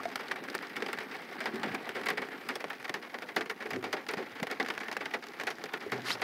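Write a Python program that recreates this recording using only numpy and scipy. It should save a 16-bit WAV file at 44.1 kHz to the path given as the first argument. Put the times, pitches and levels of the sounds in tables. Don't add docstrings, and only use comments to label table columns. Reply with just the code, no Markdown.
import sys
import numpy as np
from scipy import signal
from scipy.fft import rfft, irfft
from scipy.io import wavfile
from scipy.ndimage import uniform_filter1d

SR = 44100
rng = np.random.default_rng(int(sys.argv[2]) if len(sys.argv) > 2 else 0)


def gain_from_db(level_db):
    decades = np.asarray(level_db, float) / 20
    return 10 ** decades


def master(y):
    cut = np.clip(np.atleast_2d(y).T, -1, 1)
    pcm = np.round(cut * 32767)
    wavfile.write(sys.argv[1], SR, pcm.astype(np.int16))


N = 274743


def evened(x):
    return x / np.sqrt(np.mean(x ** 2, -1, keepdims=True) + 1e-20)


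def read(points, hz):
    f, value = np.transpose(points)
    return np.interp(np.log(np.minimum(hz, 14800) + 1), np.log(f + 1), value)


def add(mix, start_s, sound):
    part = mix[max(round(start_s * SR), 0):][:len(sound)]
    part += sound[:len(part)]


def coloured(points, x):
    gain = gain_from_db(read(points, np.fft.rfftfreq(x.shape[-1], 1 / SR)))
    return evened(irfft(rfft(x) * gain, x.shape[-1]))


# pitch_hz, t60_s, rise_factor
PANEL_BANDS = [(150, 0.38, 5.5), (300, 0.22, 4.45), (487, 0.24, 1.23), (1106, 0.14, 1.35),
               (1950, 0.12, 0.81), (4100, 0.099, 0.9), (6300, 0.13, 0.19), (12100, 0.14, 0.11)]
# pitch_hz, level_db (per Hz)
PANEL_COLOUR = [(35, -66), (60, -94), (119, -22.5), (252, -1.5), (341, -4), (384, 1), (600, -8), (796, -4),
                (983, -9), (1940, -2.5), (2580, -11.5), (4750, -22), (6910, -36.5), (15000, -43),
                (16500, -89)]
# pitch_hz, level_db, t60_s
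ROOF_MODES = [(436.4, -7, 0.2), (344, -18.5, 0.089), (757.4, -13.5, 0.25), (1113, -11.5, 0.14),
              (1400, -7.5, 0.074), (1780, -21, 0.046), (2225, -7, 0.1), (4906, -14.5, 0.033)]
LUMP_DB, BURST, BURST_S = 3, 0.72, .0025
DRY_DB = -8


def knocks(boom_db, splat_db, ring, rise_ms, size=4096):
    t, hz = np.arange(size) / SR, np.fft.rfftfreq(size, 1 / SR)
    boom_db, splat_db, ring, rise_ms = (np.asarray(c)[:, None] for c in (boom_db, splat_db, ring, rise_ms))
    ring = np.clip(ring, .2, 2.5)
    rise_s = np.clip(rise_ms, .05, 25) / 1000

    chance = rng.standard_normal((len(ring), size + 2 * len(ROOF_MODES)))
    dense = rfft(chance[:, :size]) * gain_from_db(read(PANEL_COLOUR, hz))
    dense /= np.sqrt(np.mean(abs(dense) ** 2) / size)
    lumps = evened(uniform_filter1d(chance[::-1, :size], size=25, axis=1))
    splash = gain_from_db(LUMP_DB * lumps) * (1 + BURST * np.exp(-t / (BURST_S + rise_s)))

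    def tilt(f):
        boom = (boom_db + 0.5) * np.interp(f, [600, 1100], [1, 0])
        splat = (splat_db + 21.5) * np.interp(f, [3000, 6000], [0, 1])
        return gain_from_db(boom + splat + DRY_DB * np.interp(f, [5000, 9000], [0, 1]))

    out = np.zeros((len(ring), size))
    centres = [row[0] for row in PANEL_BANDS]
    for k, (f, t60_s, slow) in enumerate(PANEL_BANDS):
        share = read(list(zip(centres, np.arange(len(PANEL_BANDS)) == k)), hz)
        wet = splash ** np.interp(f, [1000, 12000], [.3, 1])
        swell = (1 - np.exp(-t / (rise_s * slow))) ** 1.23
        out += wet * tilt(f) * irfft(dense * share, size) * swell * gain_from_db(-60 * t / (t60_s * ring))
    for k, (f, level_db, t60_s) in enumerate(ROOF_MODES):
        reach = np.tanh(chance[:, [size + 2 * k]])
        detune = 1 + 0.017 * chance[:, [size + 2 * k + 1]]
        envelope = gain_from_db(level_db - 60 * t / (t60_s * ring)) * (1 - np.exp(-t / (rise_s * 0.24)))
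        out += tilt(f) * reach * envelope * np.sin(2 * np.pi * f * detune * t)
    out *= np.clip(4 - 4 * np.arange(size) / size, 0, 1)
    mid = signal.sosfilt(signal.butter(2, [900, 4000], "band", fs=SR, output="sos"), out)
    return out / abs(mid).max(1, keepdims=True)


PATTER_PER_S = 220


def patter(count=60):
    boom, splat, ring, rise = rng.standard_normal((count, 4)).T
    shapes = knocks(-5 + 2 * boom, -16 + 3 * splat, .5 + .12 * ring, .8 * np.exp(.8 * rise))
    out = np.zeros(N)
    for at, spot, size in rng.random((1500, 3))[:int(PATTER_PER_S * N / SR)]:
        level_db = -2.6 * np.log(1 - .97 * size)
        add(out, at * N / SR, gain_from_db(level_db) * shapes[int(spot * count)])
    return evened(out)


# pitch_hz, level_db (per Hz)
WASH_COLOUR = [(18, -73), (30, -45), (255, 8), (432, 3), (592, -1.5), (813, 2), (978, -5.5), (2000, -3.5),
               (3380, -18), (4900, -23.5), (6900, -46), (14800, -28), (16500, -104)]
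# start_s, level_db
RAIN_LEVEL = [
    (0.0, -38.5),
    (1.32, -42.5),
    (1.54, -38.5),
    (3.5, -47.5),
    (3.57, -46.5),
    (4.94, -40.5),
    (5.24, -46),
    (6.23, -39.5),
]
PATTER_DB = -1


def rain():
    frames, hz = N // 128 + 5, np.fft.rfftfreq(512, 1 / SR)
    a, b, patches = rng.standard_normal((frames, 257, 3)).T
    patches = uniform_filter1d(patches, size=8, axis=0)
    patches = evened(uniform_filter1d(patches, size=10, axis=1))
    flicker = evened(uniform_filter1d(rng.standard_normal(frames), size=5))
    patch_db = 4.54 * patches * np.interp(hz, [400, 1000], [.6, 1])[:, None]
    flicker_db = 3.3 * flicker * np.interp(hz, [400, 1000, 5000, 7500], [.65, 0.93, 1, .3])[:, None]
    z = (a + 1j * b) * gain_from_db(patch_db + flicker_db)
    wash = coloured(WASH_COLOUR, signal.istft(z, nperseg=512, noverlap=384)[1][:N])
    start_s, level_db = np.transpose(RAIN_LEVEL)
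    swell = gain_from_db(np.interp(np.arange(N) / SR, start_s, level_db) - 6.0)
    return swell * (wash + gain_from_db(PATTER_DB) * patter())


# start_s, level_db, pitch_hz, t60_s
BUMPS = [
    (.002, -57, 106, 0.14),
    (2.03, -60, 120, .15),
    (2.4, -62, 99, 0.18),
    (2.785, -53, 121, 0.13),
    (3.72, -48, 105, .5),
    (3.851, -59, 95, .3),
    (4.321, -55, 130, 0.18),
    (5.01, -62, 111, .15),
]
# start_s, level_db, pitch_hz, t60_s
PANEL_PINGS = [(.055, -28, 700, .09), (3.93, -42, 4750, .06), (3.841, -48, 4750, .06),
               (3.709, -49, 4750, .05), (1.408, -39, 660, .12), (1.456, -34, 750, .12),
               (2.126, -35, 420, .07), (2.555, -41, 3350, .035), (3.228, -50, 3500, .04),
               (3.655, -38, 410, .14), (5.399, -39, 1600, .07), (5.863, -36, 420, .1),
               (5.954, -34, 420, .1)]
# start_s, level_db, pitch_hz, t60_s
WIPER_THUMPS = [(1.535, -33, 228.6, 0.24), (1.54, -38.5, 388, 0.25), (1.63, -41, 206, 0.54),
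                (1.7, -44.5, 150, 0.24), (1.962, -25, 256, 0.03), (2.188, -34, 197, 0.081),
                (3.718, -44, 134, 0.42), (3.74, -37.5, 257, 0.27), (3.765, -36.5, 381, 0.28),
                (4.169, -34, 218, 0.1), (4.422, -31.5, 235, 0.069), (5.916, -45.5, 126, 0.79),
                (5.94, -43.5, 236.5, 0.32), (6.129, -50, 111, .4), (6.199, -58, 197, 0.55)]


def thumps():
    out, t = np.zeros(N), np.arange(SR // 2) / SR
    rows = WIPER_THUMPS + PANEL_PINGS + BUMPS
    for (start_s, level_db, hz, t60_s), noise in zip(rows, rng.standard_normal((len(rows), len(t)))):
        wobble = evened(uniform_filter1d(noise, size=500))
        ring = (1 + .4 * wobble) * np.sin(2 * np.pi * hz * t + .7 * wobble)
        onset = 1 - np.exp(-t * hz / 0.46)
        add(out, start_s, gain_from_db(level_db + 4.0 - 60 * t / t60_s) * onset * ring)
    return out


# start_s, level_db (peak)
TICKS_MIDDLE = [(.0548, -22), (.4861, -25), (.5519, -13.5), (.5893, -23), (.759, -31), (.8229, -15),
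                (.9868, -19), (.4395, -28), (.3165, -20), (.9305, -22), (.8624, -25), (1.892, -22),
                (2.2872, -26.5), (2.4896, -22), (2.6418, -36), (2.828, -30), (2.8948, -16.5),
                (3.1871, -26.5), (3.4091, -18), (3.46, -31), (3.7336, -25), (3.7611, -23), (4.6005, -22),
                (4.3985, -29), (4.4293, -16), (4.662, -20), (4.7781, -21), (4.9673, -12), (5.3991, -20),
                (5.4355, -21.5), (5.5846, -28.5), (6.1051, -12)]
# start_s, level_db (peak)
TICKS_SIDE = [(.0894, -29), (.2834, -27.5), (.9892, -40), (1.441, -30), (1.6326, -22), (1.8555, -35),
              (4.1385, -25), (4.4697, -33), (4.8408, -38), (6.0193, -29), (6.142, -29), (6.169, -43),
              (1.829, -38), (4.677, -33), (6.006, -35), (6.03, -40), (.67, -31), (2.752, -40), (4.116, -34),
              (2.733, -39), (4.0667, -42), (4.1711, -36)]
# start_s, level_db (peak)
TICKS_RIM = [(.1583, -17), (.5009, -23.5), (.5807, -25), (1.0044, -35), (1.458, -23), (1.5584, -26),
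             (2.0602, -37), (2.9414, -19.5), (3.4966, -28), (3.8401, -36), (3.9284, -21), (4.0894, -17),
             (4.5135, -21), (4.6284, -20.5), (4.7914, -32), (4.9154, -22.5), (5.2696, -33), (5.2861, -28.5),
             (5.5542, -34), (5.6398, -20.5), (5.24, -28), (5.32, -39), (5.979, -30), (1.167, -33.5),
             (1.545, -32), (5.901, -37), (5.806, -31), (3.187, -33)]
MIDDLE_HZ, SIDE_HZ, RIM_HZ = 1760, 3700, 4520
MIDDLE_SNAP, SIDE_SNAP, RIM_SNAP, STRAY_SNAP = 0.5, 1, 0.67, 0.59
STRAY_PER_S, STRAY_DB = 140, -46.5


def ticks():
    spots = [(TICKS_MIDDLE, MIDDLE_HZ, MIDDLE_SNAP), (TICKS_SIDE, SIDE_HZ, SIDE_SNAP),
             (TICKS_RIM, RIM_HZ, RIM_SNAP)]
    rows = [(start_s, level_db, hz, snap) for table, hz, snap in spots for start_s, level_db in table]
    for at, size, pitch in rng.random((900, 3))[:int(STRAY_PER_S * N / SR)]:
        stray_db = STRAY_DB - 1.2 * np.log(1 - .97 * size)
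        rows.append((at * N / SR, stray_db, 1600 + 4200 * pitch, STRAY_SNAP))

    t, out = np.arange(700) / SR, np.zeros(N)
    for (start_s, level_db, hz, snap), noise in zip(rows, rng.standard_normal((1000, len(t)))):
        click = np.sin(2 * np.pi * hz * t) * gain_from_db(-10 * hz * t) * (1 - np.exp(-t * hz * 5))
        click[2:4] += 0.14 * snap, -.3 * snap
        fade = gain_from_db(-60 * t / 0.052) * (1 - t / t[-1])
        reflections = uniform_filter1d(noise, size=4) * 0.24 * snap * fade
        add(out, start_s, gain_from_db(level_db + 2.5) * np.convolve(click + reflections, [.3, .6, .3]))
    return out


# start_s, level_db (peak)
SPRAY_BURSTS = [(0.0318, -47), (0.156, -31), (0.2079, -49), (0.3157, -40), (0.3586, -45), (0.4389, -46),
                (0.4783, -50), (0.4998, -45), (0.5272, -50), (0.5496, -32), (0.5881, -56), (0.5881, -45),
                (0.6235, -45), (0.6953, -51), (0.7642, -35), (0.822, -55), (0.8614, -55), (0.8804, -48),
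                (0.93, -35), (0.9697, -54), (0.9862, -43), (1.1648, -50), (1.2176, -52), (1.4037, -46),
                (1.4042, -41), (1.4401, -51), (1.4551, -37), (1.5414, -52), (1.5574, -43), (1.5973, -52),
                (1.6307, -50), (1.7439, -42), (1.8282, -51), (1.891, -40), (1.953, -43), (2.0133, -48),
                (2.0582, -33), (2.0832, -36), (2.1016, -30.5), (2.177, -45), (2.2174, -45), (2.2857, -49),
                (2.4872, -33), (2.5545, -33.5), (2.602, -46), (2.6988, -40), (2.7985, -47), (2.8265, -49),
                (2.8454, -48), (2.8804, -46), (2.8943, -40), (2.9402, -36),
                (3.1417, -51), (3.1856, -49), (3.2086, -54), (3.2211, -49), (3.2844, -53), (3.3617, -30),
             (3.4076, -40), (3.4575, -47), (3.4964, -36), (3.6571, -49), (3.7055, -36), (3.7324, -47),
             (3.8257, -51), (3.8392, -44), (3.9274, -34), (3.9664, -51), (4.0856, -38), (4.1115, -41),
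                (4.1373, -41), (4.1787, -50), (4.3493, -56), (4.3977, -53), (4.4285, -35), (4.4691, -44),
              (4.5115, -45), (4.512, -39), (4.5988, -44), (4.6277, -44), (4.6462, -52), (4.6611, -44),
              (4.6846, -42), (4.7015, -42), (4.7379, -46), (4.7769, -49), (4.8008, -47), (4.8397, -47),
              (4.8811, -47), (4.9145, -43), (4.9689, -43), (5.0088, -50), (5.0547, -47), (5.1086, -50),
              (5.136, -42), (5.2667, -48), (5.3984, -43), (5.4344, -43), (5.4678, -43), (5.5022, -40),
              (5.5835, -50), (5.6389, -40), (5.7347, -41), (5.7731, -47), (5.8604, -52), (5.9183, -38),
              (6.0579, -45),
                (1.035, -49),
    (2.33, -50),
    (2.731, -50),
    (3.511, -39),
    (3.67, -46),
    (4.112, -42),
    (4.126, -46),
    (4.72, -45),
    (4.751, -51),
    (6.2135, -40),
]
SPRAY_HZ, SPRAY_DB, SPRAY_T60_S = 5200, -5, 0.048


def spray():
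    start_s, level_db = np.transpose(SPRAY_BURSTS)
    t, out = np.arange(1500) / SR, np.zeros(N)
    noise = rng.standard_normal((len(start_s), 2, len(t)))
    highpass = signal.butter(3, SPRAY_HZ, "high", fs=SR, output="sos")
    hiss = evened(signal.sosfilt(highpass, noise[:, 0]))
    lumps = evened(uniform_filter1d(noise[:, 1], size=30))
    crack = 1 + 1.96 * np.exp(-t / .0009)
    shape = crack * (1 - np.exp(-t / 0.00019)) * (1 - t / t[-1])
    gain = gain_from_db(level_db[:, None] + SPRAY_DB - 6.5 + 3.8 * lumps - 60 * t / SPRAY_T60_S)
    for at, burst in zip(start_s, gain * shape * hiss):
        add(out, at, burst)
    return out


# start_s, level_db (peak), ring_factor, boom_db
ON_SIDE = [
    (.0313, -35, 0.77, -6),
    (.2803, -42, 0.45, -1.1),
    (.4375, -35, .47, -5),
    (2.5535, -27.5, 0.47, -0.5),
    (4.6835, -24, 0.26, -3),
    (4.9243, -29.5, 0.46, -5.5),
    (5.434, -30.5, 0.17, 5.5),
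    (5.488, -29, 0.2, -9),
    (5.5018, -24.5, 0.74, -12),
]
# start_s, level_db (peak), ring_factor, boom_db
ON_ROOF = [(.0525, -28.5, 0.32, 5.5), (.3098, -20.5, 0.69, -7), (.8215, -25, 0.46, 1.5),
           (.9285, -21.5, 0.62, -6), (1.4551, -20, 1.2, -5.5), (1.6307, -20, 1.05, 1),
           (1.7132, -29, 1.2, -6), (2.1015, -16, 0.73, -3), (2.2855, -37, 0.24, 5.5),
           (2.314, -33.5, 1.7, -2.1), (2.6396, -24.5, 0.31, 2.5), (2.8928, -20, 0.3, -2),
           (3.6038, -31, 1.6, -1.5), (3.6228, -27, 0.44, -1.5), (3.7311, -24, 0.91, -2),
           (3.7596, -31.5, 0.2, -3.5), (3.8248, -30, 0.56, 6), (3.9643, -26, 1.65, -4),
           (4.5975, -15.5, 0.85, 2), (4.7001, -20.5, 0.39, -8.5), (4.776, -28.5, 0.2, -15),
           (4.8314, -29.5, .24, -11), (4.8813, -22, 0.46, -3.5), (4.913, -27.5, 0.65, -6),
           (4.965, -23, 0.31, -8), (5.0547, -22, 0.47, -5), (5.7347, -21, .8, -6.5),
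           (6.1508, -28.5, 0.3, -3)]
# start_s, level_db (peak), ring_factor, boom_db
ON_GLASS = [(.113, -33, 0.39, -16), (.1553, -20, .28, -12), (.5478, -22.5, 0.63, -2), (.6233, -30, 2, -5),
            (.7636, -22.5, 0.9, -3.5), (.861, -25.5, 0.37, -3), (.9852, -28.5, 0.44, -6),
            (1.4029, -24, 1.3, -5.5), (1.5553, -33, .75, 1.5), (1.889, -25, 0.33, -2),
            (2.0117, -30, 0.32, -14), (2.4874, -21, 1.07, -4.5), (2.9389, -21, 1.1, -3.5),
            (3.3623, -13, 0.75, -2.5), (3.4069, -21, 0.79, -2.5), (3.457, -30, 0.61, 0),
            (3.8387, -25.5, 1.14, -2), (4.1351, -24, 0.29, -0.5), (4.3987, -31, 0.16, 3.5),
            (4.4279, -22.5, 0.34, 0), (4.4676, -25, 0.43, -4.5), (4.6593, -29.5, 1.3, -11),
            (5.3976, -23.5, 0.33, -4), (5.638, -30.5, 0.45, 2), (5.9179, -18, 1.14, 0.5),
            (6.0737, -30, 2.9, -3), (6.1039, -20, 0.37, -9)]
# start_s, level_db (peak), ring_factor, boom_db
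ON_FILM = [(.1909, -32, 1.4, -1), (.356, -27.5, 0.61, -6), (1.7444, -22, 0.41, -8.5),
           (1.9478, -28, 2.1, 2.5), (2.0578, -22.5, 0.74, -4), (2.0836, -16.5, 0.44, -11.5),
           (2.6024, -29.5, 0.45, -2.5), (2.8422, -30.5, 0.51, -9), (3.219, -31, 0.67, -2),
           (3.4955, -20.5, 0.54, -7), (3.7034, -24.5, 0.7, -1.5), (3.9272, -19.5, 0.57, -1.3),
           (4.0836, -22, 1.5, -3.5), (4.511, -22, 0.54, -4), (4.8008, -29, 0.66, -7),
           (5.4084, -27, 0.4, -5.5), (5.4675, -19.5, 0.65, -7.5), (5.654, -31, 0.27, -9),
           (6.2158, -17.5, 0.5, -1.5)]
# start_s, level_db (peak), ring_factor, boom_db
ON_REAR = [(.4788, -34, 0.55, -7), (.8815, -26.5, 0.81, -3.5), (1.0022, -30, 0.86, -4.5),
           (1.678, -29, 1.3, -13), (2.0322, -28.5, 0.35, -5), (2.1713, -21.5, 0.8, -3),
           (2.2158, -25.5, 1.04, -3), (2.6994, -24, 0.63, -5.5), (3.0943, -37, 0.76, -16),
           (3.1406, -26.5, 0.58, -3), (3.2832, -34.5, 0.88, -1.5), (3.655, -26.5, 0.76, 0),
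           (4.1678, -30, 3.1, 4), (4.4986, -28.5, 0.75, 4), (5.0047, -26.5, 1.1, -0.5),
           (5.107, -30.5, 0.63, -20), (5.135, -20, 0.74, -3)]
# start_s, level_db (peak)
FAR_DROPS = [(1.143, -31.5), (1.216, -35.5), (1.31, -35), (2.876, -31.5), (3.022, -36), (5.222, -33.5),
             (4.352, -36), (5.806, -34.5), (2.797, -36.5), (.694, -40), (1.11, -33), (3.6, -37)]
REACH_S = .0012


def drops():
    places = [(ON_GLASS, -14.5, 1.04), (ON_ROOF, -18, 1.34), (ON_FILM, -16.5, 4.7),
              (ON_REAR, -19.5, 3.5), (ON_SIDE, -8.5, 1.7)]
    rows = []
    for table, splat_db, rise_ms in places:
        for start_s, level_db, ring, boom_db in table:
            rows.append((start_s, level_db, boom_db, splat_db, ring, rise_ms))
    for start_s, level_db in FAR_DROPS:
        rows.append((start_s, level_db, -6, -17, 1.1, 4.5))
    starts_s, levels_db, *colour = np.transpose(rows)
    out = np.zeros(N)
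    for at, level_db, knock in zip(starts_s, levels_db, knocks(*colour)):
        add(out, at + REACH_S, gain_from_db(level_db - 0.5) * knock)
    return out


# start_s, level_db (peak), ring_factor
SMALL_DROPS = [(.176, -30, .35), (.209, -29, .4), (.3162, -17.5, 0.33), (.543, -26, 0.37),
               (0.7583, -29, .25), (.8035, -28, .3), (.974, -29, 0.36), (1.03, -32, .35), (1.288, -33, .38),
               (1.335, -35, .35), (1.543, -32, .35), (1.5974, -33, .35), (1.6604, -30, 0.32),
               (1.907, -34, 0.32), (1.9653, -25, .3), (1.993, -29, .35), (2.0674, -17.5, .3),
               (2.1784, -21, .4), (2.33, -36, 0.32), (2.682, -31, .3), (2.731, -31.5, 0.27),
               (2.8514, -27, .4), (3.05, -36, .35), (3.2892, -30, 0.52), (3.5105, -26, .3),
               (4.0655, -29.5, .25), (4.179, -26.5, 0.37), (4.2644, -36, .35), (4.226, -32.5, 0.41),
               (4.5257, -22, 0.49), (4.647, -27, .3), (4.738, -29, 0.43), (4.75, -32, .3),
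               (4.811, -28, .35), (5.014, -27, 0.36), (5.1442, -21.5, .4), (5.2665, -33, 0.25),
               (5.335, -34.5, .4), (5.5836, -39, .35), (5.615, -35, .35), (5.69, -33, 0.58),
               (5.773, -33, .3), (5.9954, -37, .35), (6.198, -31, .35)]


def small_drops():
    starts_s, levels_db, ring = np.transpose(SMALL_DROPS)
    same = np.ones(len(ring))
    shapes = knocks(-8 * same, -16 * same, ring, 0.79 * same, size=1536)
    out = np.zeros(N)
    for at, level_db, knock in zip(starts_s, levels_db, shapes):
        add(out, at, gain_from_db(level_db - 3.5) * knock)
    return out


# pitch_hz, level_db (per Hz)
BLADE_COLOUR = [(470, -41), (800, -4), (2560, -9), (3700, -3.5), (4590, -5), (8000, -17.5), (10500, -17.5),
                (13800, -24.5), (15900, -34), (16500, -56)]
# start_s, hiss_db, squeal_hz, squeal_db (over the hiss)
SQUEAL = [
    (6.028, -65, 1400, -9),
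    (6.061, -43, 1487, 4),
    (6.09, -38, 2290, -4),
    (6.111, -34.5, 3263, 2),
    (6.123, -36, 4560, 0),
    (6.137, -39, 5270, -1),
    (6.149, -47, 5400, -8),
    (6.174, -71, 5200, -10),
]


def squeal():
    start_s, *columns = np.transpose(SQUEAL)
    t = np.arange(start_s[0], start_s[-1], 1 / SR)
    hiss_db, hz, whistle_db = (np.interp(t, start_s, c) for c in columns)
    turn = 2 * np.pi * np.cumsum(hz) / SR
    arm = 2 * np.pi * 4650 * t
    sound = coloured(BLADE_COLOUR, rng.standard_normal(len(t)))
    voices = [(turn, whistle_db, 45), (1.7 * turn, whistle_db - 13, 30), (arm, -10, 50)]
    for phase, level_db, size in voices:
        fuzz = uniform_filter1d(rng.standard_normal((2, len(t))), size=size)
        fuzz = uniform_filter1d(fuzz, size=size)
        sound = sound + gain_from_db(level_db) * evened(fuzz[0] * np.cos(phase) + fuzz[1] * np.sin(phase))
    stutter = evened(uniform_filter1d(rng.standard_normal(len(t)), size=60))
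    out = np.zeros(N)
    add(out, start_s[0], gain_from_db(hiss_db + 2.2 * stutter) * sound)
    return out


def scene():
    mix = rain() + thumps() + ticks() + spray() + drops() + small_drops() + squeal()
    return mix[None]


# start_s, dip_hz (centre)
HAND_SHADE = [
    (0, 7300),
    (1.8, 6430),
    (2.4, 6250),
    (2.7, 7600),
    (4.0, 8200),
    (5.5, 8140),
    (6.23, 8100),
]
SHADE_DB, SHADE_WIDE_HZ, DULL_DB = -2.5, 810, -5.5


def shaded(x):
    hz, t, z = signal.stft(x, SR, nperseg=256)
    centre_hz = np.interp(t, *np.transpose(HAND_SHADE))
    dip = np.exp(-((hz[:, None] - centre_hz) / SHADE_WIDE_HZ) ** 2)
    dull_db = DULL_DB * np.interp(hz, [13000, 16000], [0, 1])[:, None]
    return signal.istft(z * gain_from_db(SHADE_DB * dip + dull_db), SR, nperseg=256)[1][:, :N]


def gain_controlled(x):
    power_db = 10 * np.log10(abs(uniform_filter1d(x[0] ** 2, size=300)) + 1e-12)
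    fall_db = np.arange(N) * 76.0 / SR
    held_db = np.maximum.accumulate(power_db + fall_db) - fall_db
    over_db = np.maximum(held_db + 40.5, 0)
    return x / gain_from_db(0.21 * uniform_filter1d(over_db, size=200))


def low_pass(x):
    return signal.sosfilt(signal.butter(12, 16640, fs=SR, output="sos"), x)


HISS_DB, RUMBLE_DB = -66.5, -89.5
EDGE_HZ = 15790


def record(dry):
    x = signal.sosfilt(signal.butter(6, 98, "high", fs=SR, output="sos"), dry)
    x = x + gain_from_db(HISS_DB) * evened(np.diff(rng.standard_normal(N + 1)))
    x = gain_controlled(shaded(x))
    x = x + gain_from_db(RUMBLE_DB) * evened(uniform_filter1d(rng.standard_normal(N), size=200))
    edge = signal.firwin2(2047, [0, EDGE_HZ - 30, EDGE_HZ + 30, 16600, 16700, SR / 2],
                          [1, 1, .006, .004, 0, 0], fs=SR)
    x = signal.oaconvolve(x, edge[None], "same")
    return low_pass(x)


dry = scene()
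out = record(dry)
master(out)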